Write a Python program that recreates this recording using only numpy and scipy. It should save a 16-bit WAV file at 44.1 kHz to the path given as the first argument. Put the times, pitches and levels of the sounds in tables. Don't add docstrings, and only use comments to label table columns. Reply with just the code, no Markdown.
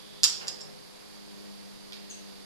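import sys
import numpy as np
from scipy import signal
from scipy.fft import rfft, irfft
from scipy.io import wavfile

SR = 44100
rng = np.random.default_rng(int(sys.argv[2]) if len(sys.argv) > 2 else 0)


def transcribe(signal):
    frames = np.atleast_2d(signal).T
    limited = np.clip(frames, -1, 1)
    pcm = np.round(limited * 32767).astype(np.int16)
    wavfile.write(sys.argv[1], SR, pcm)


N = 108045


def amp(db):
    return 10 ** (np.asarray(db) / 20)


def unit(x):
    return x / np.sqrt(np.mean(x ** 2) + 1e-20)


def read(points, hz):
    f, value = np.transpose(points)
    return np.interp(np.log(hz + 1), np.log(f + 1), value)


def add(mix, start_s, sound):
    part = mix[max(round(start_s * SR), 0):][:len(sound)]
    part += sound[:len(part)]


def colour(x, db_at, size=4096):
    log_gain = np.log(amp(np.maximum(db_at(abs(np.fft.fftfreq(size, 1 / SR))), -100)))
    taps = np.fft.ifft(np.exp(np.conj(signal.hilbert(log_gain)))).real[:size // 2]
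    return signal.fftconvolve(x, taps)[:len(x)]


def hump(hz, octaves):
    return lambda f: -20 * np.log10(1 + (np.log2((f + 1) / hz) / octaves) ** 2 / 2)


def drift(rate_hz):
    lowpass = np.exp(-(np.fft.rfftfreq(N, 1 / SR) / rate_hz) ** 2)
    return unit(irfft(rfft(rng.standard_normal(N)) * lowpass, N))


# f/Hz, relative level/dB
AIR_SPECTRUM = [(20, -3), (35, -10), (60, -6), (110, 0), (170, 6), (250, 1), (450, -1), (650, -3),
                (950, -3.5), (1400, -8), (2200, -8), (3000, -8.5), (3700, -4.5), (4200, -5.5), (4650, 0),
                (5100, -5), (5600, -10.5), (7200, -13.5), (8300, -17), (9500, -14), (11200, -13.5),
                (12300, -18.5), (14500, -31)]
# f/Hz, correlation
AIR_CORRELATION = [(30, .5), (150, 0.98), (350, 0.6), (700, 0.3), (1400, 0), (15000, 0.017)]


def air(wash_db=-49.5, hiss_db=-56.5, hiss_hz=3480, hiss_end_s=0.31):
    hz, t = np.fft.rfftfreq(N, 1 / SR), np.arange(N) / SR
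    left, independent = rfft(rng.standard_normal((2, N)))
    shared = np.clip(read(AIR_CORRELATION, hz), -1, 1)
    right = shared * left + np.sqrt(1 - shared ** 2) * independent
    wash = irfft(np.array([left, right]) * amp(read(AIR_SPECTRUM, hz)), N)
    hiss = irfft(rfft(rng.standard_normal((2, N))) * amp(hump(hiss_hz, octaves=0.1)(hz)), N)
    fade = np.clip((hiss_end_s - t) * 10, 0, 1)
    return amp(wash_db + 0.21 * drift(rate_hz=8.6)) * unit(wash) + amp(hiss_db) * unit(hiss) * fade


# t/s, f/Hz, level/dB
MOTOR_RUN = [(0, 104.1, -55), (.25, 102.2, -53.5), (.55, 102.3, -48.5), (.88, 102, -52.5),
             (1.1, 101.5, -49), (1.38, 100.9, -44), (1.801, 100.2, -48.5), (2.05, 99.8, -44.5),
             (2.3, 99, -45.5), (2.45, 98.9, -49.5)]
# multiple of f, relative level before the tone shift/dB, after/dB
MOTOR_ORDERS = [(1.5, -2, -16.5), (2, -1.5, -0.5), (3, -8, -10.5), (4, -4, -9.5), (5, -6.5, -13),
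                (6, -12.5, -19), (7, -21, -20.5)]


def motor(waver=0.0017, flutter_db=1.6, shift_s=0.96, port_phase_rad=0.13):
    times_s, hz, db = np.transpose(MOTOR_RUN)
    t = np.arange(N) / SR
    pitch_hz = np.interp(t, times_s, hz) * (1 + waver * drift(rate_hz=7.1))
    angle = 2 * np.pi * np.cumsum(pitch_hz) / SR + np.array([[0], [port_phase_rad]])
    shift = 0.5 + 0.5 * np.tanh((t - shift_s) * 10)
    hum = np.zeros((2, N))
    for order, before_db, after_db in MOTOR_ORDERS:
        order_db = before_db + (after_db - before_db) * shift + flutter_db * drift(rate_hz=5.1)
        hum += amp(order_db) * np.sin(order * angle + 2 * np.pi * rng.random())
    return amp(np.interp(t, times_s, db)) * hum


# t/s, level/dB, relative ring level/dB, treble edge/Hz
TOOL_CONTACTS = [(0.2337, 1, -18, 8070), (0.2407, 3.5, -8, 11400), (0.2429, -7, -12, 8800),
                 (0.4719, -25, -17, 9000), (.4785, -22.5, -9, 12000), (0.4818, -13, -8.5, 9200),
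                 (.4875, -23, -12, 8900), (.6075, -33, 4, 9900), (0.614, -36, 0, 10000)]
# f/Hz, level/dB
CRACK_SPECTRUM = [(30, -38), (90, -16), (300, -8), (700, -6), (1500, 1.5), (2300, -5), (2900, 6.5),
                  (3500, 8), (4400, 12), (5400, 19), (6200, 7), (7100, 14), (8000, 8.5), (8900, -5.5),
                  (10500, -1), (12300, -4), (14500, -31)]
# f/Hz, level/dB, T60/s
TOOL_MODES = [(3520, -36, 0.057), (4250, -59, 0.044), (4780, -29, 0.067), (5010, -31, 0.087),
              (5340, -31, .1), (5570, -35, 0.036), (6700, -24, 0.086), (7115, -31.5, .07),
              (7750, -28, 0.069), (10800, -34, 0.056), (11600, -52, .05)]


def tool(ground_echo_s=0.00085, grit_db=-4.5, grit_hz=10500, grit_decay_s=0.011, ring_low_hz=1450):
    t, out = np.arange(SR // 2) / SR, np.zeros(N)
    push = signal.unit_impulse(len(t))
    add(push, ground_echo_s, np.array([0.18]))
    crack = colour(push, lambda f: read(CRACK_SPECTRUM, f))
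    ring = sum(amp(db - 60 * t / t60_s) * np.sin(2 * np.pi * hz * t) for hz, db, t60_s in TOOL_MODES)
    ring = signal.sosfilt(signal.butter(2, ring_low_hz, "high", fs=SR, output="sos"), ring)
    for start_s, db, ring_db, edge_hz in TOOL_CONTACTS:
        burst = rng.standard_normal(len(t)) * np.exp(-t / grit_decay_s)
        grit = amp(grit_db) * colour(burst / np.linalg.norm(burst), hump(grit_hz, octaves=0.28))
        contact = crack + grit + amp(ring_db) * ring
        add(out, start_s, amp(db) * colour(contact, lambda f: -10 * np.log10(1 + (f / edge_hz) ** 8)))
    return out


# t/s, level/dB, centre f/Hz
SHOE_CLICKS = [(0.414, -10, 2220), (.472, -6, 1100), (.602, -19, 1200), (1.9227, -7, 3100),
               (1.9315, -9, 3680), (1.9394, -24, 4600), (2.11, -13, 3000), (2.2205, -30, 3700),
               (2.398, -25, 4700)]
# peak t/s, half-length/s, level/dB, centre f/Hz, width/octaves
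NOISE_SWELLS = [(0.431, 0.063, -49.5, 540, 0.84), (0.615, 0.075, -56, 470, 1),
                (1.389, 0.067, -66, 448.2, 0.65), (2.126, .12, -60.5, 3400, .6)]


def shoes_and_rustle(click_decay_s=0.0012, shelf_hz=5300):
    t, out = np.arange(N) / SR, np.zeros(N)
    for start_s, db, hz in SHOE_CLICKS:
        burst = rng.standard_normal(2048) * np.exp(-t[:2048] / click_decay_s)
        add(out, start_s, amp(db) * colour(burst / np.linalg.norm(burst), hump(hz, octaves=0.55)))
    for peak_s, half_s, db, hz, octaves in NOISE_SWELLS:
        band = unit(colour(rng.standard_normal(N), hump(hz, octaves)))
        out += amp(db) * np.exp(-((t - peak_s) / half_s) ** 2) * band
    return colour(out, lambda f: np.maximum(-10 * np.log10(1 + (f / shelf_hz) ** 20), -10))


# peak t/s, f/Hz, level/dB, rise/s, fall/s
SETTLING_MODES = [(0.484, 4900, -25.5, .003, 0.0053), (0.487, 5040, -30.5, 0.0017, 0.0094),
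                  (0.616, 5410, -34.5, 0.0059, 0.0037), (.619, 7530, -47.5, .008, .016)]


def settling():
    t, out = np.arange(N) / SR, np.zeros(N)
    for peak_s, hz, db, rise_s, fall_s in SETTLING_MODES:
        swell = np.exp(-np.maximum((peak_s - t) / rise_s, (t - peak_s) / fall_s))
        out += amp(db) * swell * np.sin(2 * np.pi * hz * t)
    return out


# t/s, length/s, start f/Hz, target f/Hz, level/dB
BIRD_VOICES = [(2.095, 0.048, 7230, 5710, -41), (2.103, 0.043, 9330, 7160, -50.5)]


def bird(glide_s=0.017):
    out = np.zeros(N)
    for start_s, length_s, start_hz, target_hz, db in BIRD_VOICES:
        t = np.arange(0, length_s, 1 / SR)
        hz = target_hz + (start_hz - target_hz) * np.exp(-t / glide_s)
        envelope = np.sin(np.pi * (t / length_s) ** 0.51) ** 2
        add(out, start_s, amp(db) * envelope * np.sin(2 * np.pi * np.cumsum(hz) / SR))
    return out


# delay/s, relative gain left, right
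YARD_ECHOES = [(.0021, .08, .22), (.0042, .17, .08), (.0059, 0.091, .16), (.0083, .1, .22),
               (0.0175, .08, .14)]
# f/Hz, T60/s
YARD_DECAY = [(200, 0.47), (1500, 0.47), (3500, 0.48), (5000, 0.49), (7000, 0.38), (12000, 0.37)]


def yard(x, near_db, tail_db, scatter_db=-7, scatter_t60_s=0.07):
    t = np.arange(SR) / SR
    hz, frame_s, spectra = signal.stft(rng.standard_normal((2, SR)), SR, nperseg=256)
    decay = amp(-60 * frame_s / read(YARD_DECAY, hz)[:, None])
    tail = signal.istft(spectra * decay, SR, nperseg=256)[1][:, :SR]
    tail *= np.clip(t / 0.0091 - 0.3, 0, 1)
    scatter = rng.standard_normal((2, SR)) * amp(-60 * t / scatter_t60_s) * (t > 0.002)
    near = amp(scatter_db) * unit(scatter) / np.sqrt(SR)
    for delay_s, left, right in YARD_ECHOES:
        near[:, round(delay_s * SR)] += left, right
    response = amp(tail_db) * unit(tail) / np.sqrt(SR) + amp(near_db) * near
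    return x + signal.fftconvolve(x[None], response, axes=1)[:, :N]


def scene():
    events = yard(tool(), near_db=3, tail_db=-4)
    events += yard(settling(), near_db=-4, tail_db=-5.5)
    events += yard(shoes_and_rustle(), near_db=3, tail_db=0.5)
    events += yard(bird(), near_db=0, tail_db=0.5)
    return events + motor() + air()


# f/Hz, left over right/dB
PORT_BALANCE = [(100, 1.5), (700, 0.5), (1500, -3.5), (2500, -5), (3400, -7.5), (4400, -12.5), (5200, -10),
                (6000, 3.5), (6900, 2), (7700, 5), (9500, 4), (12000, 2.5)]


def record(dry, right_lag_s=0.00003, ceiling=1.3, edge_hz=14900):
    left = colour(dry[0], lambda f: 10 * np.log10(2 / (1 + amp(-read(PORT_BALANCE, f)) ** 2)))
    right = colour(dry[1], lambda f: 10 * np.log10(2 / (1 + amp(read(PORT_BALANCE, f)) ** 2)))
    lag = np.exp(-2j * np.pi * np.fft.rfftfreq(N, 1 / SR) * right_lag_s)
    right = -irfft(rfft(right) * lag, N)
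    clipped = ceiling * np.tanh(np.array([left, right]) / ceiling)
    lowpass = signal.firwin(401, edge_hz, window=("kaiser", 9), fs=SR)
    return signal.oaconvolve(clipped, lowpass[None], "same")


dry = scene()
out = record(dry)
transcribe(out)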